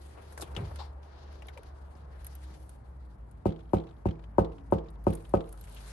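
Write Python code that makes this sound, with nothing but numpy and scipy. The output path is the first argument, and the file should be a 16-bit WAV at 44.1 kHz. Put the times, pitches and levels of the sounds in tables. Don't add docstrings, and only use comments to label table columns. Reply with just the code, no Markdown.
import sys
import numpy as np
from scipy import signal
from scipy.fft import rfft, irfft, next_fast_len
from scipy.io import wavfile
from scipy.ndimage import uniform_filter1d

SR = 44100
rng = np.random.default_rng(int(sys.argv[2]) if len(sys.argv) > 2 else 0)


def output_pcm(signal):
    pcm = np.clip(np.atleast_2d(signal).T, -1, 1) * 32767
    wavfile.write(sys.argv[1], SR, np.round(pcm).astype(np.int16))


def amplitude_ratio(level_db):
    exponent = np.asarray(level_db, float) / 20
    return 10 ** exponent


N = 261056
T = np.arange(N) / SR
PORTS_M = 0.38
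DOOR_SIZE, LEAD_S = 32768, 0.02


def colour(table, size):
    hz, db = np.transpose(table)
    bins = np.log(np.fft.rfftfreq(size, 1 / SR) + 1)
    return amplitude_ratio(np.interp(bins, np.log(hz), db, left=-90, right=-90))


def hump(hz):
    return [(hz / 3, -24), (hz / 1.47, -10), (hz, 0), (hz * 1.33, -8), (hz * 1.35, -15),
            (min(hz * 4, 12500), -28)]


def causal(gain):
    fold = irfft(np.log(gain))
    half = len(fold) // 2
    return np.exp(rfft(np.r_[fold[0], 2 * fold[1:half], fold[half], np.zeros(half - 1)]))


def unit(x):
    return x / np.sqrt(np.mean(x ** 2))


def pan(db):
    return amplitude_ratio(np.array([[db / 2], [-db / 2]]))


def add(out, s, x):
    i = int(s * SR)
    out[:, i:i + x.shape[1]] += x[:, :N - i]


def diffuse(size):
    like = np.sinc(2 * np.fft.rfftfreq(size, 1 / SR) * PORTS_M / 343)
    mid, side = rfft(rng.standard_normal((2, size)))
    return np.sqrt(1 + like) * mid + np.sqrt(1 - like) * side * np.array([[1], [-1]])


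def walk(rate):
    k = int(SR / rate)
    held = rng.standard_normal(1024)[np.arange(N) // k]
    return uniform_filter1d(uniform_filter1d(held, k), k)


def ring(t, hz, db, t60):
    return amplitude_ratio(db - 60 * t / t60) * np.sin(2 * np.pi * hz * t)


def burst(table, db, t60, pan_db, rise=0.00092, size=16384):
    own = rng.standard_normal((3, size))
    noise = unit(irfft(rfft(own[0] + 2.64 * own[1:]) * colour(table, size), size))
    t = T[:size]
    fade = amplitude_ratio(db - 60 * t / max(t60, .004)) * np.cos(np.pi / 2 * t / t[-1])
    return noise * pan(pan_db) * fade * (1 - np.exp(-t / rise))


def bed(table, split_hz, flicker_db, rate):
    size = next_fast_len(N, True)
    f = np.fft.rfftfreq(size, 1 / SR)
    spectrum = diffuse(size) * colour(table, size)
    out = np.zeros((2, 2, N))
    for k in np.arange(8, 28):
        share = np.clip(1 - np.abs(2 * np.log2(f + 1) - k), 0, 1)
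        band = irfft(spectrum * share, size)[:, :N]
        out[int(2 ** (k / 2) > split_hz)] += band * amplitude_ratio(flicker_db * walk(rate))
    return unit(out[0]), unit(out[1])


# t/s, peak level/dB, knuckle hardness f/Hz, body thump level/dB, left minus right level/dB
KNOCK_EVENTS = [
    (3.4543, -13.5, 762, -5, -2),
    (3.7322, -12, 1020, -7.5, -2),
    (4.0539, -18, 640, 4.5, -2),
    (4.3812, -11.5, 1450, -6.5, -2),
    (4.721, -14, 1480, -6, -2),
    (5.066, -13, 1030, -4, -2),
    (5.3365, -13.5, 1450, -8.5, -2),
]
SPOT_FREQS = [330, 450, 600, 760, 950, 1250, 1520]
KNOCK_SPOTS = [
    (5, 2, -2, -3, -7.5, -2, -8),
    (6, 1, -1, -1, -5, 0, -7),
    (6, 1, -2, -1, -3, -2, -5),
    (6, 6, 4, 0, 0, 3, -2),
    (6, 6, 4, -1, -1, 2, -4),
    (6, 3, 1, -3, -5, 2, -6.5),
    (6, 6, 6, 1, -5, 7, -3),
]


def door():
    f = np.fft.rfftfreq(DOOR_SIZE, 1 / SR)
    out = np.zeros((2, N))
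    direct = panel_chirps(f)
    body = direct / np.abs(irfft(direct, DOOR_SIZE)).max()
    body = body + amplitude_ratio(-17.5) * panel_modes(f) * f ** 2 / (f ** 2 + 50 ** 2)
    body = body + amplitude_ratio(-33) * panel_wash(f)
    for (s, db, hard_hz, thump_db, pan_db), spot_db in zip(KNOCK_EVENTS, KNOCK_SPOTS):
        push = amplitude_ratio(thump_db / (1 + (f / 130) ** 2)) / np.sqrt(1 + (f / hard_hz) ** 2)
        push = push * amplitude_ratio(np.interp(f, [200, *SPOT_FREQS], [0, *spot_db]))
        push = np.where(f > 2000, .38, push)
        blow = irfft(body * causal(push), DOOR_SIZE)
        add(out, s - LEAD_S - .0003, blow * amplitude_ratio(db + 6) * pan(pan_db))
    return out


# left delay t/ms, right delay t/ms, spread t/ms at 100 Hz,
# left level/dB, right level/dB, lowest f/Hz that turns back
PANEL_PATHS = [
    (-1.05, -0.82, 10.8, 2.7, 1.5, 18),
    (-0.78, 4.43, 10.7, -11.4, 4.4, 122),
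    (2.65, 6.3, 13.5, -28, -6.7, 221),
    (9.2, 14.6, 13.5, -18, -22.5, 240),
]
# f/Hz, level/dB per Hz
BLOW_COLOUR = [(35, -23.5), (60, -4.5), (110, -6.5), (160, -1.5), (200, -2), (270, 2.5), (370, -1),
               (460, -11.5), (570, 2), (700, -5.5), (900, 6.3), (1080, -1.5), (1180, -18.5), (1270, -2),
               (1390, -37), (1520, 1), (1700, -43.5), (2400, -70)]


def panel_chirps(f):
    chirps = 0
    for left_ms, right_ms, spread, left_db, right_db, low_hz in PANEL_PATHS:
        delay = LEAD_S + np.array([[left_ms], [right_ms]]) / 1000
        turn = f * delay + spread / 50 * np.sqrt(f)
        gain = amplitude_ratio(np.array([[left_db], [right_db]])) * f ** 2 / (f ** 2 + low_hz ** 2)
        chirps = chirps + gain * np.exp(-2j * np.pi * turn)
    blow = causal(np.maximum(colour(BLOW_COLOUR, DOOR_SIZE), amplitude_ratio(-45.5)))
    shade = np.array([np.ones_like(f), 1 / np.sqrt(1 + (f / 640) ** 5)])
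    return blow * chirps / (1 + (f / 2200) ** 8) * shade


# f/Hz, level/dB, t60 t/s, left minus right level/dB
MODES = [(65.7, 15.8, 0.088, 1.7), (101.2, 1.5, 0.13, 3.5), (163, -8, 0.45, -1), (200.4, 3.3, 0.2, 3.4),
         (290, -14.5, 0.18, -4.5), (331, -13.5, 0.4, 0), (382, -15.5, 0.3, -7), (450, -12, 0.35, 1),
         (530.4, -11.5, 0.24, 4.5), (562.5, -11, 0.15, -2), (660, -11.5, 0.3, 6.5), (680.4, -10, 0.053, -3),
         (769, -1.5, 0.135, 3), (850, -8.5, 0.165, 7), (893, -10, 0.2, 11.5), (1244.4, -20.5, 0.14, 3)]


def panel_modes(f):
    t = T[:DOOR_SIZE]
    modes = rfft(sum(ring(t, hz, db, t60) * pan(pan_db) for hz, db, t60, pan_db in MODES))
    turn = f * (LEAD_S + np.array([[.0002], [.0006]])) + 0.1863 * np.sqrt(f)
    return modes * np.exp(-2j * np.pi * turn)


# f/Hz, level/dB per Hz
WASH_COLOUR = [(40, -23.5), (70, 3.5), (120, -3), (200, -1), (260, -10), (340, -6), (587, -10), (950, -10),
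               (1500, -28.5), (3400, -36), (7000, -57), (9000, -59.5), (11300, -60), (12500, -79)]
# f/Hz, t60 t/s
WASH_T60 = [(60, 0.13), (300, 0.32), (1100, 0.42), (3000, 0.24), (10000, 0.083)]


def panel_wash(f):
    noise = diffuse(DOOR_SIZE) * colour(WASH_COLOUR, DOOR_SIZE)
    late = np.maximum(T[:DOOR_SIZE] - LEAD_S, 0)
    hz, seconds = np.transpose(WASH_T60)
    wash = 0
    for k in np.arange(5, 15):
        t60 = np.interp(k, np.log2(hz), seconds)
        band = irfft(noise * np.clip(1 - np.abs(np.log2(f + 1) - k), 0, 1), DOOR_SIZE)
        wash = wash + band * amplitude_ratio(-60 * (late - .07) / t60) * (1 - np.exp(-late / 0.01))
    return rfft(wash) / np.std(irfft(noise, DOOR_SIZE))


# t/s, peak level/dB, ring f/Hz
RATTLES = [(3.49, -51, 2800), (3.504, -51, 3300), (3.59, -59, 2800), (3.605, -59, 3300), (3.692, -63, 3300),
           (3.782, -48, 3300), (3.869, -58, 3300), (3.908, -60, 3500), (5.17, -56, 3300), (5.44, -58, 3300),
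           (3.5212, -50.5, 3445), (3.5604, -57.5, 3323), (3.7666, -45, 2470), (3.799, -52.5, 3520),
           (3.837, -58.5, 3400), (3.8895, -58.5, 3750), (3.9654, -67, 3432), (4.086, -45.5, 2493),
           (4.1078, -48, 3330), (4.1538, -59, 2290), (4.2387, -53.5, 3020), (4.4456, -46, 3330),
           (4.5818, -55.5, 2840), (4.7035, -64, 2860), (4.7828, -48.5, 3240), (4.8847, -55, 3955),
           (4.955, -64, 3139), (5.1, -48, 2450), (5.126, -48, 3340), (5.25, -51, 2830), (5.3705, -48, 2423),
           (5.4053, -45.5, 3348), (5.4892, -62.5, 2450)]
# wait t/s, peak level/dB, ring f/Hz
LOCK_BOUNCES = [
    (0.013, -46.5, 2420),
    (0.138, -59, 2400),
]
# f/Hz, level/dB per Hz
CHATTER_COLOUR = [(710, -33), (1200, 14), (2510, -1), (4090, 0), (7080, -35.5), (8470, -24), (10100, -38),
                  (11900, -40), (13000, -60)]


def lock():
    out = np.zeros((2, N))
    t60 = 0.04
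    bounces = [(s + wait, db, hz) for s, *_ in KNOCK_EVENTS for wait, db, hz in LOCK_BOUNCES]
    for s, db, hz in RATTLES + bounces:
        pan_db = 1.5 + 5 * np.log2(hz / 2400)
        add(out, s, burst(hump(hz), db - 4, t60, pan_db, size=2048))
        add(out, s, burst(CHATTER_COLOUR, db - 3, t60, pan_db, size=2048))
    return out


def glazing_buzz():
    out = np.zeros((2, N))
    longest_s, t60, buzz_db, fade_db = 0.22, 0.02, -41, 16
    for s, db, *_ in KNOCK_EVENTS:
        for wait, pitch, weakness in rng.random((16, 3)):
            level_db = db / 2 - 6.5 + buzz_db - fade_db * wait - 6 * weakness
            buzz = burst(hump(2200 + 2400 * pitch), level_db, t60, 8.6, size=1024)
            add(out, s + .01 + longest_s * wait ** 1.5, buzz)
    return out


# t/s, level/dB, t60 t/s, brightness level/dB per octave
FOOTFALLS = [
    (0.422, -40, 0.11, 3),
    (0.574, -28.5, 0.2, -4),
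    (0.603, -31, 0.25, -3),
    (.688, -46, .1, -8),
]
# f/Hz, level/dB, t60 t/s
BOARD_MODES = [(94.3, -1, 0.33), (125, -1, .25), (155.7, -0.5, 0.2), (194, -7, 0.17), (270, -12, 0.2),
               (335, -12, .15), (400, -11, 0.3), (560, -16, 0.12), (900, -20, 0.08)]


def footsteps():
    out = np.zeros((2, N))
    t = T[:SR // 2]
    for s, db, step_t60, tilt_db in FOOTFALLS:
        thud = 0
        for hz, mode_db, mode_t60 in BOARD_MODES:
            detune, stress = rng.standard_normal(2)
            level_db = mode_db + 1.5 * stress + tilt_db * np.log2(hz / 200)
            thud = thud + ring(t, hz * (1 + 0.025 * detune), level_db, mode_t60 * step_t60 / 0.25)
        add(out, s, amplitude_ratio(db - 4) * thud * (1 - np.exp(-t / 0.003)) * pan(0))
    return out


# t/s, peak level/dB above 7 kHz, ring f/Hz, middle level/dB
TICK_EVENTS = [(0.5497, -61, 9100, -46.5), (0.7588, -42, 9500, -45.5), (1.0291, -65, 9250, -56.5),
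               (1.326, -55.5, 10590, -56), (1.4697, -48, 10940, -58), (1.6321, -51, 10790, -55),
               (2.246, -38.5, 11300, -50.5), (2.2668, -32, 11360, -52), (2.3523, -39.5, 11700, -56),
               (2.6933, -41.5, 9500, -57.5), (3.3124, -52, 9180, -73), (4.7127, -52, 9010, -77),
               (4.904, -51.5, 9370, -83), (5.0403, -53, 11400, -63), (5.1058, -44, 9160, -71),
               (5.1332, -37, 10600, -49), (5.152, -35, 9200, -55), (5.224, -53, 9030, -69),
               (5.2927, -51, 9300, -59), (5.4914, -45.5, 9500, -62), (5.5264, -38.5, 11160, -56),
               (5.575, -53, 8880, -56), (5.611, -42, 11600, -61), (5.64, -46.5, 7600, -56),
               (5.696, -47.5, 10730, -57), (5.7249, -46, 9280, -78), (5.7468, -44.5, 12440, -67)]
# f/Hz, level/dB per Hz
TICK_COLOUR = [(6000, -13), (8300, -14.5), (9200, -0.5), (10200, -2), (11200, 1), (12000, -15),
               (13000, -33), (14400, -25), (14900, -24)]


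def camera_ticks():
    out = np.zeros((2, N))
    t60 = 0.037
    middle = [(1300, 11), (2000, -1), (3000, -3), (4500, -3), (6500, -7), (9000, -38)]  # f/Hz, level/dB
    for s, db, hz, middle_db in TICK_EVENTS:
        add(out, s, ring(T[:1024], hz, db - 1.5, 0.29 * t60) * pan(0))
        add(out, s, burst(TICK_COLOUR, db - 10, 0.94 * t60, 0, size=2048))
        add(out, s, burst(middle, middle_db, t60, 3.4, size=2048))
    return out


# t/s, ring f/Hz, level/dB, t60 t/s
HOLLOW_TAPS = [
    (.424, 680, -40, .04),
    (.426, 330, -37, .07),
    (.567, 400, -38, .06),
    (.598, 400, -41, .22),
    (.712, 600, -43, .04),
    (1.497, 1500, -51, .05),
    (1.567, 560, -41, .06),
    (1.576, 920, -42, .04),
    (1.585, 540, -43, .05),
    (1.592, 420, -45, .06),
]


def hollow_taps():
    out = np.zeros((2, N))
    t = T[:SR // 2]
    for s, hz, db, t60 in HOLLOW_TAPS:
        add(out, s, ring(t, hz, db, t60) * (1 - np.exp(-t / .0015)) * pan(2))
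    return out


# t/s, ring f/Hz, ring level/dB, high level/dB, low level/dB
SNAP_EVENTS = [(.323, 1600, -56, -55, -51), (.376, 1640, -41.5, -45, -41), (.409, 4520, -47, -44, -49),
               (0.415, 4950, -51, -37.5, -47), (0.398, 900, -52, -52, -41), (0.475, 2500, -60, -68, -55),
               (.422, 3700, -43, -44, -36.5), (0.5641, 2880, -34.5, -60, -38), (.713, 900, -52, -72, -44),
               (1.354, 3960, -62, -72, -53), (1.421, 2500, -50, -66, -53), (1.458, 3440, -65, -83, -55),
               (1.4851, 1750, -45, -60, -51), (1.4833, 3220, -49, -63, -56), (1.574, 2360, -48, -58, -50),
               (1.423, 950, -53, -80, -66), (4.191, 900, -56, -80, -56), (5.54, 1200, -56, -80, -56),
               (5.672, 2050, -57, -66, -70), (5.612, 4000, -60, -80, -80), (1.952, 5000, -66, -84, -54),
               (5.768, 2980, -54.5, -70, -70)]
# t/s, ring f/Hz, ring level/dB, low level/dB, t60 t/s
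SCRAPE_EVENTS = [(.14, 1500, -62, -54, 0.31), (.172, 2450, -60, -48, 0.2), (.57, 2300, -51, -41, 0.23),
                 (.425, 3030, -52, -52, 0.15), (0.786, 4190, -47, -47.5, 0.24), (.787, 876, -42, -58, 0.28),
                 (1.06, 4100, -70, -60, 3.3), (1.179, 5400, -74, -75, 1), (2.1, 1700, -63, -61, 1.1),
                 (2.44, 5700, -71, -57, 1.5), (5.762, 2990, -50, -63, 0.12)]


def snaps_and_scrapes():
    out = np.zeros((2, N))
    for s, hz, db, high_db, low_db in SNAP_EVENTS:
        add(out, s, scuff(hz, db, high_db, low_db, rise=0.00042, t60=0.046, high_t60=0.058))
        add(out, s + 0.001003, ring(T[:1024], hz, db, 0.011) * pan(2.6))
    for s, hz, db, low_db, t60 in SCRAPE_EVENTS:
        add(out, s, scuff(hz, db, db - 35, low_db, 0.025 * t60, t60, t60))
    return out


# f/Hz, level/dB per Hz
SHEEN_COLOUR = [(3500, -22), (5000, -9), (7500, -8), (9200, -5), (11200, -2.5), (12100, -16), (12700, -33)]
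# f/Hz, level/dB per Hz
SCUFF_COLOUR = [(150, -36), (350, 3), (600, 1.5), (900, -3), (1500, -9), (2400, -22)]


def scuff(hz, db, high_db, low_db, rise, t60, high_t60):
    ringing = burst(hump(hz), db, t60, 5.5, rise)
    sheen = burst(SHEEN_COLOUR, high_db, high_t60, 0, rise)
    dull = burst(SCUFF_COLOUR, low_db, 1.16 * t60, 5, rise)
    return ringing + sheen + dull


# f/Hz, level/dB per Hz
CLOTH_COLOUR = [(900, -12), (1500, 1.5), (2500, -3.5), (4500, -3), (6500, -10.5), (8000, -14.5), (9300, -7),
                (11000, -4.5), (11800, -17), (12400, -31), (14000, -63)]
# start t/s, length t/s, rub level/dB, sheen level/dB
CLOTH_MOVES = [(-.5, 1.35, -70.5, -71.5), (0.592, 0.063, -64.5, -72), (0.75, 0.038, -61.5, -73),
               (0.994, 0.38, -71, -90), (1.2, .5, -73.5, -90), (1.474, 0.57, -78.5, -81.5),
               (2.068, 0.51, -70.5, -73.5), (2.45, 0.29, -78.5, -75), (5.014, 0.25, -74.5, -70.5),
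               (5.2, .35, -84, -77), (5.468, 0.48, -72.5, -67), (5.66, .36, -62, -64)]


def clothes():
    low, high = bed(CLOTH_COLOUR, 7000, 2.63, 30)
    rub, sheen = amplitude_ratio(-84.5), amplitude_ratio(-85.5)
    flinches = [(s, 0.15, -82.5, -120) for s, *_ in KNOCK_EVENTS]
    for s, length, rub_db, sheen_db in CLOTH_MOVES + flinches:
        swell = np.clip((T - s) / (0.35 * length), 0, 1)
        shape = swell * np.exp(-np.maximum(T - s - length, 0) / 0.034)
        rub = np.hypot(rub, shape * amplitude_ratio(rub_db))
        sheen = np.hypot(sheen, shape * amplitude_ratio(sheen_db))
    return (low * rub + high * sheen) * amplitude_ratio(2.5 + 3.3 * walk(83)) * pan(4.3)


# t/s, firing f/Hz, level/dB
ENGINE_COURSE = [(0, 69, -50), (.28, 72.3, -49.5), (.74, 71.13, -42), (1.1, 71.3, -48), (1.35, 70.4, -44.5),
                 (1.73, 67.75, -49), (1.95, 68.78, -45.5), (2.49, 66, -45.5), (2.75, 64.56, -53),
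                 (3.0, 62, -44), (3.4, 58.84, -52.5), (4.201, 53.9, -45), (4.6, 53.64, -42),
                 (5.0, 52.6, -42.5), (5.25, 51, -47), (5.54, 50.93, -42), (5.92, 51.3, -52)]
# t/s, f/Hz, level/dB, width t/s
FAR_DRONES = [
    (2.5, 315, -66, .2),
    (3.102, 321.2, -70.5, 0.16),
    (4.6, 280.8, -57.5, 0.14),
    (5.75, 250, -65.5, .12),
]


def engine():
    s, hz, db = np.transpose(ENGINE_COURSE)
    phase = 2 * np.pi * np.cumsum(np.interp(T, s, hz) * (1 + .025 * walk(19))) / SR
    near = np.sin(phase) * amplitude_ratio(np.interp(T, s, db) + 2.5 + 1.94 * walk(16))
    waver = np.cumsum(1 + 0.0118 * walk(12)) / SR
    far = 0
    for s, hz, db, width in FAR_DRONES:
        far = far + np.sin(2 * np.pi * hz * waver) * amplitude_ratio(db + 3) * np.exp(-((T - s) / width) ** 2)
    return (near + far) * pan(0.22)


# f/Hz, level/dB per Hz
STREET_COLOUR = [(22, -42), (38, -2), (55, 10), (80, 0), (125, -1.5), (200, -8), (270, -13.5), (450, -14),
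                 (800, -14.5), (1200, -21), (1700, -27), (2500, -39), (3500, -51)]
# t/s, share 0-1
DOORWAY = [
    (1.6, 0),
    (3.3, 1),
    (5.5, 0.9),
    (5.92, 0),
]
# t/s, level/dB, width t/s
STREET_SWELLS = [
    (.6, 7.5, 0.17),
    (4.7, 3.0, 1),
]


def street():
    low, high = bed(STREET_COLOUR, 350, 1.3, 6.12)
    deep = np.interp(T, *np.transpose(DOORWAY))
    swell_db = sum(db * np.exp(-((T - s) / width) ** 2) for s, db, width in STREET_SWELLS)
    rumble = low * amplitude_ratio(-53 + 2 * deep)
    hiss = high * amplitude_ratio(-57.5 - 5 * deep) * pan(2.75)
    return (rumble + hiss) * amplitude_ratio(swell_db)


def scene():
    handling = camera_ticks() + hollow_taps() + snaps_and_scrapes()
    near = door() + lock() + glazing_buzz() + footsteps() + handling + clothes()
    return near + engine() + street()


def roll_off(x):
    return signal.sosfilt(signal.butter(12, 15030, fs=SR, output="sos"), x)


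def record(dry):
    left, right = rfft(dry)
    f = np.fft.rfftfreq(N, 1 / SR)
    shared = np.clip((f - 8300) / 600 + .5, 0, 1)
    late_right = right * np.exp(-2j * np.pi * f * 13 / SR)
    left = (1 - shared) * left - shared * late_right
    bass_cut = signal.butter(3, 40, "high", fs=SR, output="sos")
    heard = signal.sosfilt(bass_cut, irfft([left, right], N))
    return roll_off(heard)


dry = scene()
out = record(dry)
output_pcm(out)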